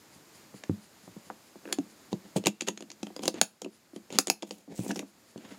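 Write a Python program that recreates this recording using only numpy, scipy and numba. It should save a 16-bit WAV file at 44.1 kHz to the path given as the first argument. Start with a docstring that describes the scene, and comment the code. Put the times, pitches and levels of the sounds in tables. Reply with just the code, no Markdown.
"""Steel latch on a wooden box

A hand works the draw latch of a toy box in a quiet room. Held by the fingers, the steel is damped: it
ticks, scrapes, rattles in its slack and creaks once by stick-slip. Snapping free, it rings in its modes.
These contacts also drive the panels and air of the hollow box. Soft knocks and a brush over the lid lie
between, above a hiss with faint whirs; a gain control ducks everything after the loudest snaps."""
import sys
import numpy as np
from scipy import signal
from scipy.fft import rfft, irfft
from scipy.io import wavfile
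from numba import njit

SR = 44100
rng = np.random.default_rng(int(sys.argv[2]) if len(sys.argv) > 2 else 0)


def wrap_up_sound(samples):
    """Save the sound to the file named by the first command line argument, as 16-bit audio."""
    columns = np.atleast_2d(samples).T
    # keep every value between -1 and 1, then stretch to whole-number steps
    tamed = np.clip(columns, -1, 1)
    steps = np.round(tamed * 32767).astype(np.int16)
    wavfile.write(sys.argv[1], SR, steps)


N = 246444

# Spectral envelopes (f/Hz, relative level/dB)
HISS_SPECTRUM = [(15, -20), (25, -10.5), (180, -0.5), (326, 1), (394, -2.5), (607, -4.5), (1480, -9),
                 (2110, -10), (3160, -14), (4870, -10.5), (5880, -14.5), (6920, -10), (8140, -16.5),
                 (14800, -19.5), (16000, -32)]  # room and microphone noise
WHIR_SPECTRUM = [(2000, -2), (4000, -4), (4800, 3), (5800, -6), (7100, 3), (8600, -10), (9900, 7),
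                 (10800, -20), (15000, -35)]  # faint high whir
RUB_SPECTRUM = [(60, -24), (130, -12), (200, 1.5), (330, -3.5), (450, -7.5), (800, -14), (1200, -28),
                (2500, -20.5), (6000, -61)]  # wood driven by friction
CLACK_SPECTRUM = [(300, -9), (520, -4), (660, -3.5), (740, -3), (860, -6), (1100, -12), (1700, -21)]  # wood struck by a hard edge
STEEL_SPECTRUM = [(900, -12.5), (1400, -9.5), (1950, -7), (2700, -0.5), (3200, -1.5), (4400, -3),
                  (5900, -6), (6750, 1), (8200, -8.5), (9900, -6.5), (11500, -12), (15500, -19)]  # steel under the fingers
SNAP_SPECTRUM = [(900, -9), (1400, -2.5), (1950, -12), (2600, 4), (3400, -8), (4400, -1.5), (5200, 2.5),
                 (5900, -6), (6700, 6), (8400, -12), (9500, -2.5), (11000, -15), (15500, -12.5)]  # crack of the free latch
# Skin sliding on wood (f/brightest frequency, relative level/dB)
SKIN_SPECTRUM = [(.25, -12.5), (.6, -6), (.95, 0.5), (1.3, -10.5), (2, -13)]
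# Dead thud of a loaded panel (f/swing frequency, relative level/dB)
THUD_SPECTRUM = [(0.402, -18.5), (0.651, 7.5), (1, -2), (1.7, -6), (2.601, -12.5), (4.5, -41)]
# Modes of the panels and the enclosed air (f/Hz, relative level/dB, t60/s)
BOX_MODES = [(140, -8.5, 0.069), (187.1, -3, 0.19), (213.6, -2, 0.24), (302.8, 7.5, 0.085),
             (333.4, 3, 0.16), (437, -16, 0.25), (600, 0, .07), (780, -3.5, .06)]
# Modes of the steel lever and loop, whose two arms give close pairs (f/Hz, relative level/dB, t60/s)
LATCH_MODES = [(2600, -4, .17), (2715, -6, .11), (4300, -7, .11), (4883, -8, .12), (5030, -6, .14),
               (5550, -7, .12), (6520, -2, .05), (6787, 3, .1), (7434, -11, .11), (8880, -7, .11),
               (10250, -11, .12), (10537, -6.5, .22), (12308, -14.5, .23)]
# Runs of evenly spaced whirs (start t/s, end t/s, level/dB)
WHIR_RUNS = [(0.146, .6, -61), (0.839, 1.95, -62), (3.748, 4.0, -60), (5.085, 5.55, -61)]
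# Hand, toys and lid bump the box (t/s, thump level/dB, thump f/Hz, clack level/dB, t60/cycles)
KNOCKS = [(0.542, -44.5, 189, -46, 8.2), (0.696, -23.5, 152.5, -44, 6.1), (1.076, -50, 173, -47, 10),
          (1.165, -42, 199, -51, 10), (1.3013, -36.5, 790, -41.5, 11), (1.557, -47.5, 343, -49, 13),
          (1.786, -26.5, 278, -48.5, 13), (2.129, -27, 207, -38, 9.8), (2.361, -23, 174, -25.5, 8.3),
          (2.4665, -24.5, 217, -32.5, 4.2), (3.1034, -44, 344, -42, 13), (3.661, -29, 376, -41.5, 21),
          (3.934, -41.5, 320, -57, 15), (4.43, -27.5, 344, -27.5, 17), (4.678, -38.5, 286, -52.5, 34),
          (4.792, -22, 178, -43, 4.6), (4.864, -29, 310, -43, 4.2), (4.8936, -25.5, 234, -42, 7),
          (5.028, -36.5, 264, -43.5, 12), (5.36, -37.5, 209, -47.5, 5.9)]
# Strokes of the hand on the lid (centre t/s, Gaussian width/s, level/dB, brightest f/Hz)
BRUSHES = [(4.786, 0.024, -44, 7800), (4.836, 0.022, -44, 10000), (4.887, 0.013, -41.5, 7750),
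           (4.97, .03, -49.5, 7300)]
# Fingers, latch and lid slide (start t/s, end t/s, hiss level/dB, tilt/(dB/octave), wood level/dB)
SCRAPES = [(2.112, 2.13, -56.5, -1.5, -47), (2.186, 2.32, -66, -7.5, -57), (2.353, 2.391, -43, 1.5, -35),
           (2.458, 2.489, -34, -1, -25), (2.665, 2.697, -36.5, -4.5, -57),
           (3.216, 3.289, -47.5, -0.5, -41.5), (3.336, 3.405, -47.5, -9, -42),
           (4.103, 4.201, -44, -5, -39.5), (4.423, 4.658, -54.5, 3.5, -50.5),
           (4.677, 4.769, -53.5, -6, -40.5), (4.756, 4.93, -53, 2, -40.5), (4.882, 4.921, -42, -4, -31),
           (4.942, 5.055, -60, 4, -42), (5.341, 5.658, -57, -8.5, -53)]
# Short, damped ticks of the latch and toys
# (t/s, click level/dB, contact f/Hz, treble edge f/Hz, thump level/dB, thump f/Hz)
TICKS = [(.637, -39.5, 1880, 7100, -50.5, 626), (1.7263, -23, 7160, 11500, -38.5, 370),
         (1.786, -41.5, 6540, 9000, -41, 293), (2.1292, -39.5, 3900, 8800, -30.5, 386),
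         (2.366, -34.5, 8600, 18000, -44, 575), (2.374, -39.5, 7700, 17000, -34, 420),
         (2.4391, -44, 3800, 8000, -43, 440), (2.451, -42, 3020, 9000, -52, 437),
         (2.459, -26, 7500, 8160, -36, 403), (2.469, -18, 7160, 13200, -22, 566),
         (2.47, -19.5, 6700, 13000, -38.5, 417), (2.481, -29, 3600, 10000, -40.5, 290),
         (2.609, -22, 6760, 8000, -41, 510), (2.62, -32.5, 4630, 11000, -32.5, 344),
         (2.675, -32, 6570, 8500, -32.5, 386), (2.685, -19.5, 6540, 11800, -27, 395),
         (2.7754, -35, 6600, 6770, -46, 345), (2.8066, -40, 6640, 9200, -40, 367),
         (2.824, -41, 2790, 13000, -40.5, 280), (2.9027, -38.5, 6770, 7500, -51.5, 315),
         (2.9163, -38.5, 6430, 7600, -54.5, 336), (3.0306, -35, 5650, 9100, -30.5, 316),
         (3.0686, -42, 3120, 9900, -42, 350), (3.164, -37.5, 4930, 15300, -42, 492),
         (3.193, -43.5, 3450, 8400, -37.5, 420), (3.235, -34.5, 3500, 11100, -36.5, 353),
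         (3.256, -32, 6600, 15000, -40, 410), (3.2793, -18, 5370, 16500, -25, 516),
         (3.342, -42, 6900, 9700, -34.5, 317), (3.6184, -30, 5800, 14000, -35, 480),
         (3.6459, -34, 2760, 11000, -31.5, 300), (3.9617, -42, 3400, 15000, -34, 342),
         (4.1037, -42, 3050, 8500, -40, 460), (4.1257, -36.5, 3740, 15000, -39, 326),
         (4.2715, -20.5, 7870, 9900, -30, 500), (4.282, -27, 6860, 11000, -30.5, 376),
         (4.424, -30, 3380, 9800, -35, 466), (4.4295, -33.5, 5130, 9000, -38, 446),
         (4.509, -28.5, 4810, 8800, -34, 456), (4.908, -27.5, 1600, 1880, -28, 315),
         (4.912, -29.5, 5800, 10900, -28.5, 288), (4.917, -35, 5450, 11000, -29.5, 320),
         (4.959, -32.5, 5670, 9900, -33, 364), (4.963, -35, 5520, 13000, -39, 412),
         (4.9924, -27.5, 5700, 11000, -32.5, 376), (5.3773, -48, 4400, 10100, -46, 378)]
# The latch strikes its stop
# (t/s, crack level/dB, ring level/dB, t60 multiplier, thump level/dB, thump f/Hz, clack level/dB)
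SNAPS = [(3.4141, -6.5, -30, 1.08, -26.5, 232, -15.5), (4.187, -7, -16.5, 0.47, -24, 271, -16.5),
         (4.3, -8.5, -26, 0.59, -28, 256, -17.5)]

AGE = np.arange(int(.35 * SR)) / SR  # time since a blow, t/s
CRACK_S, CLACK_S, THUMP_S = .004, .006, .013  # opening spans over which a blow's rms level is set


def undb(db):
    """Amplitude ratio of a level in decibels."""
    return 10 ** (np.asarray(db) / 20)


def fade(t60):
    """Exponential damping: the amplitude falls 60 dB in t60 seconds."""
    return np.exp(-np.log(1000) * AGE / t60)


def unit(x, seconds):
    """Normalisation to rms 1 over the first seconds."""
    return x / np.sqrt(np.mean(x[:int(seconds * SR)] ** 2) + 1e-18)


def add(track, s, x):
    """Superposition: x joins the track from time s on."""
    i = max(int(s * SR), 0)
    track[i:i + len(x)] += x[:max(N - i, 0)]


def wander(n, step_s, spread_db):
    """Random amplitude modulation: a gain that drifts between levels."""
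    knots = np.arange(0, n / SR + step_s, step_s)
    return undb(spread_db * np.interp(np.arange(n) / SR, knots, rng.standard_normal(len(knots))))


def colour(x, spectrum, tilt=0):
    """Minimum-phase filtering by a spectrum (f/Hz, level/dB), tilted in dB per octave."""
    hz, db = np.transpose(spectrum)
    octave = np.log2(np.maximum(np.fft.rfftfreq(4096, 1 / SR), 1))
    knots = np.log2(hz)
    in_band = np.clip(octave, knots[0], knots[-1])
    shape_db = np.interp(octave, knots, db) + tilt * (in_band - knots.mean())
    shape_db -= 18 * np.abs(octave - in_band)  # roll-off beyond both ends
    cepstrum = irfft(np.log(undb(shape_db) + 1e-5))
    half = len(cepstrum) // 2
    causal = np.r_[cepstrum[0], 2 * cepstrum[1:half], np.zeros(half)]
    response = irfft(np.exp(rfft(causal)))[:half]
    return signal.fftconvolve(x, response)[:len(x)]


@njit
def follow(x, attack, release):
    """Envelope detection: rectify, then smooth at separate rates for rise and fall."""
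    envelope, level = np.empty(len(x)), 0.
    for i in range(len(x)):
        level += (abs(x[i]) - level) * (attack if abs(x[i]) > level else release)
        envelope[i] = level
    return envelope


def ring(modes, scatter_db, cutoff_hz, sustain=1, detune=0):
    """Free vibration: modal levels vary with the point struck, and a soft contact misses high modes."""
    out = 0
    for hz, db, t60 in modes:
        gain = undb(db + scatter_db * rng.standard_normal()) / (1 + (hz / cutoff_hz) ** 4)
        pitch = hz * (1 + detune * rng.standard_normal())  # the grip shifts a mode a little
        out += rng.choice([-1, 1]) * gain * fade(t60 * sustain) * np.sin(2 * np.pi * pitch * AGE)
    return out


def crack(spectrum, tilt, t60, chatter):
    """Impact excitation: one impulse and the dense micro-bounces after it."""
    force = chatter * rng.standard_normal(len(AGE)) * fade(t60)
    force[0] += 1
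    return colour(force, spectrum, tilt)


def slips(n, per_s, spread_db):
    """Friction as a Poisson process: many weak slips, a few strong."""
    size = undb(spread_db * np.minimum(rng.exponential(size=n), 3))
    return (rng.random(n) < per_s / SR) * size * rng.choice([-1, 1], n)


def room_hiss(level_db=-57.5):
    """Broadband noise of room and microphone, wavering a little."""
    waver = wander(N, step_s=.08, spread_db=.7)
    return undb(level_db) * waver * unit(colour(rng.standard_normal(N), HISS_SPECTRUM), N / SR)


def whirs(step_s=.214, width_s=.02, scatter_db=2):
    """Pulsed resonant noise: faint high whirs in even steps, as of a lens refocusing."""
    t = np.arange(N) / SR
    swell = np.zeros(N)
    for start, end, db in WHIR_RUNS:
        for s in np.arange(start, end, step_s):
            swell += undb(db + scatter_db * rng.standard_normal()) * np.exp(-.5 * ((t - s) / width_s) ** 2)
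    return swell * unit(colour(rng.standard_normal(N), WHIR_SPECTRUM), N / SR)


def room(x, early_db=-13, early_t60=0.071, late_db=-21, late_t60=0.2):
    """Reverberation: near surfaces reflect within milliseconds; a carpeted room leaves a short tail."""
    response = 0
    for db, t60 in (early_db, early_t60), (late_db, late_t60):
        echoes = rng.standard_normal(len(AGE)) * fade(t60) * (1 - fade(0.051)) * (AGE > .003)
        response += undb(db) * echoes / np.linalg.norm(echoes)
    return x + signal.fftconvolve(x, response)[:N]


def wood(thump_db, hz, clack_db, clack_tilt=0, cycles=12, rise_cycles=3, thud_db=-7, body_db=-10):
    """Panel radiation: struck wood thuds and swings, the box resonates, a hard edge adds a clack."""
    displacement = np.sin(2 * np.pi * hz * AGE) * fade(cycles / hz) * (1 - fade(rise_cycles / hz))
    swing = unit(np.gradient(displacement), THUMP_S)  # a panel radiates through its velocity
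    thud = crack([(hz * ratio, db) for ratio, db in THUD_SPECTRUM], tilt=0, t60=0.041, chatter=0.27)
    bass_loss = signal.butter(3, 135, "high", fs=SR, output="sos")  # a small box radiates little bass
    thud = unit(signal.sosfilt(bass_loss, thud), THUMP_S)
    body = ring(BOX_MODES, scatter_db=1, cutoff_hz=1.4 * hz, detune=0.021) * (1 - fade(0.014))
    thump = swing + undb(thud_db) * thud + undb(body_db) * unit(body, THUMP_S)
    clack = crack(CLACK_SPECTRUM, clack_tilt, t60=0.02, chatter=0.26)
    return undb(thump_db) * unit(thump, THUMP_S) + undb(clack_db) * unit(clack, CLACK_S)


def knocks(bump_every_s=0.29, bump_db=-57, bump_hz=220, bump_clack_db=-66, bump_cycles=11):
    """Soft impacts carry little treble: dull knocks on the box, with faint random bumps of handling."""
    bumps = []
    for slot in np.arange(0, N / SR - bump_every_s, bump_every_s):
        s = slot + bump_every_s * rng.random()
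        db = bump_db + 2 * rng.standard_normal()
        hz = bump_hz * 2 ** (0.3 * rng.standard_normal())
        bumps.append((s, db, hz, bump_clack_db, bump_cycles))
    out = np.zeros(N)
    for s, thump_db, hz, clack_db, cycles in list(KNOCKS) + bumps:
        add(out, s, wood(thump_db, hz, clack_db, clack_tilt=-6, cycles=cycles))
    return out


def brushes():
    """Sliding friction: skin crosses the grain of the lid in swells of gritty hiss."""
    t = np.arange(N) / SR
    out = np.zeros(N)
    for s, width_s, db, hz in BRUSHES:
        force = slips(N, per_s=2200, spread_db=4.5)
        spectrum = [(hz * ratio, level) for ratio, level in SKIN_SPECTRUM]
        swell = np.exp(-.5 * ((t - s) / width_s) ** 2)
        out += undb(db) * swell * unit(colour(force, spectrum), N / SR)
    return out * wander(N, step_s=.003, spread_db=3.5)


def scrapes(short_grit=0.59, glide_s=0.32, smooth_weight=0.09):
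    """Stick-slip friction: tiny slips over a smooth rub excite steel and wood together."""
    out = np.zeros(N)
    for start, end, hiss_db, tilt, wood_db in SCRAPES:
        length = max(end - start, .02)
        n = int(length * SR)
        grit = short_grit / (1 + (length / glide_s) ** 4)  # short rubs catch, long strokes glide
        pressure = signal.windows.cosine(n) * wander(n, step_s=0.01, spread_db=4)
        friction = grit * slips(n, per_s=500, spread_db=2.5) + smooth_weight * rng.standard_normal(n)
        force = np.r_[pressure * friction, np.zeros(len(AGE))]
        hiss = unit(colour(force, STEEL_SPECTRUM, tilt), length)
        rub = unit(colour(force, RUB_SPECTRUM), length)
        add(out, start, undb(hiss_db) * hiss + undb(wood_db) * rub)
    return out


def tick(db, contact_hz, edge_hz, thump_db, thump_hz, ping_db=-9, tone_db=-12):
    """Damped impact: one chattering contact excites steel and wood; the fingers choke the ring."""
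    steel_hz, steel_db = np.transpose(STEEL_SPECTRUM)
    hz = np.geomspace(steel_hz[0], steel_hz[-1], 60)
    resonance_db = 6 * np.exp(-(np.log2(hz / contact_hz) / 0.16) ** 2)  # of the small part struck
    treble_loss_db = 10 * np.log10(1 + (hz / edge_hz) ** 8)  # a longer contact has a lower edge
    spectrum = np.c_[hz, np.interp(hz, steel_hz, steel_db) + resonance_db - treble_loss_db]
    tilt = -1.05 + 2.3 * np.log2(contact_hz / 5460)  # a smaller, harder contact is brighter
    strike = unit(crack(spectrum, tilt, t60=0.015, chatter=0.56), CRACK_S)
    tone = unit(ring(LATCH_MODES, scatter_db=4, cutoff_hz=edge_hz, sustain=0.077), CRACK_S)
    ping = unit(np.sin(2 * np.pi * contact_hz * AGE) * fade(.011), CRACK_S)
    click = unit(strike + undb(ping_db) * ping + undb(tone_db) * tone, CRACK_S)
    clack_db = (db + thump_db) / 2 - 8.5
    panel = wood(thump_db, thump_hz, clack_db, cycles=12.5, thud_db=-4.5, body_db=-3.5)
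    return undb(db) * click + panel


def creak(start_s=1.6543, end_s=1.72, first_gap_s=.0215, quicken=.75, weaken=0.63):
    """Relaxation oscillation: slips quicken as the load grows; a shorter wait stores less force."""
    out = np.zeros(N)
    gaps = first_gap_s / np.arange(1, 9) ** quicken
    for s, gap in zip(start_s + np.r_[0, np.cumsum(gaps)], gaps):
        if s < end_s:
            slip = tick(db=-45.5, contact_hz=1520, edge_hz=2070, thump_db=-42.5, thump_hz=454)
            add(out, s, (gap / first_gap_s) ** weaken * slip)
    return out


def ticks(onset_s=0.0037, onset_db=-17):
    """Damped transients of latch and toys; a few milliseconds of faint rising noise soften each start."""
    out = np.zeros(N)
    n = int(onset_s * SR)
    for s, db, contact_hz, edge_hz, thump_db, thump_hz in TICKS:
        onset = unit(colour(rng.standard_normal(n), STEEL_SPECTRUM, tilt=-4), onset_s)
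        add(out, s - onset_s, undb(db + onset_db) * onset * np.linspace(0, 1, n))
        add(out, s, tick(db, contact_hz, edge_hz, thump_db, thump_hz))
    return out


def snaps():
    """Impact and free decay: the latch hits its stop and rings; the screws pass the blow to the wood."""
    out = np.zeros(N)
    for s, crack_db, ring_db, sustain, thump_db, thump_hz, clack_db in SNAPS:
        strike = unit(crack(SNAP_SPECTRUM, tilt=0, t60=0.012, chatter=0.31), CRACK_S)
        tone = unit(ring(LATCH_MODES, scatter_db=1.5, cutoff_hz=25000, sustain=sustain), CRACK_S)
        panel = wood(thump_db, thump_hz, clack_db, clack_tilt=1.7)
        add(out, s, undb(crack_db) * strike + undb(ring_db) * tone + panel)
    return out


def scene():
    """Superposition: latch and box sound in the room, over the hiss and whirs."""
    contacts = ticks() + snaps() + knocks() + scrapes() + brushes() + creak()
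    return (room(contacts) + room_hiss() + whirs())[None]


def record(dry, threshold_db=-23, slope=0.92, deepest_db=-8, attack_s=0.0061, release_s=0.87):
    """Compression and band limiting: bass is cut, gain ducks after loud snaps, the top is cut."""
    low_cut = signal.butter(3, 75, "high", fs=SR, output="sos")
    high_cut = signal.ellip(10, .2, 80, 15900, fs=SR, output="sos")
    x = signal.sosfilt(low_cut, dry[0])
    envelope = follow(x, 1 / (attack_s * SR), 1 / (release_s * SR))
    excess = np.maximum(envelope / undb(threshold_db), 1)
    gain = np.maximum(excess ** -slope, undb(deepest_db))
    limited = np.clip(x * gain, -.76, .76)
    return signal.sosfilt(high_cut, limited)[None]


dry = scene()
out = record(dry)
wrap_up_sound(out)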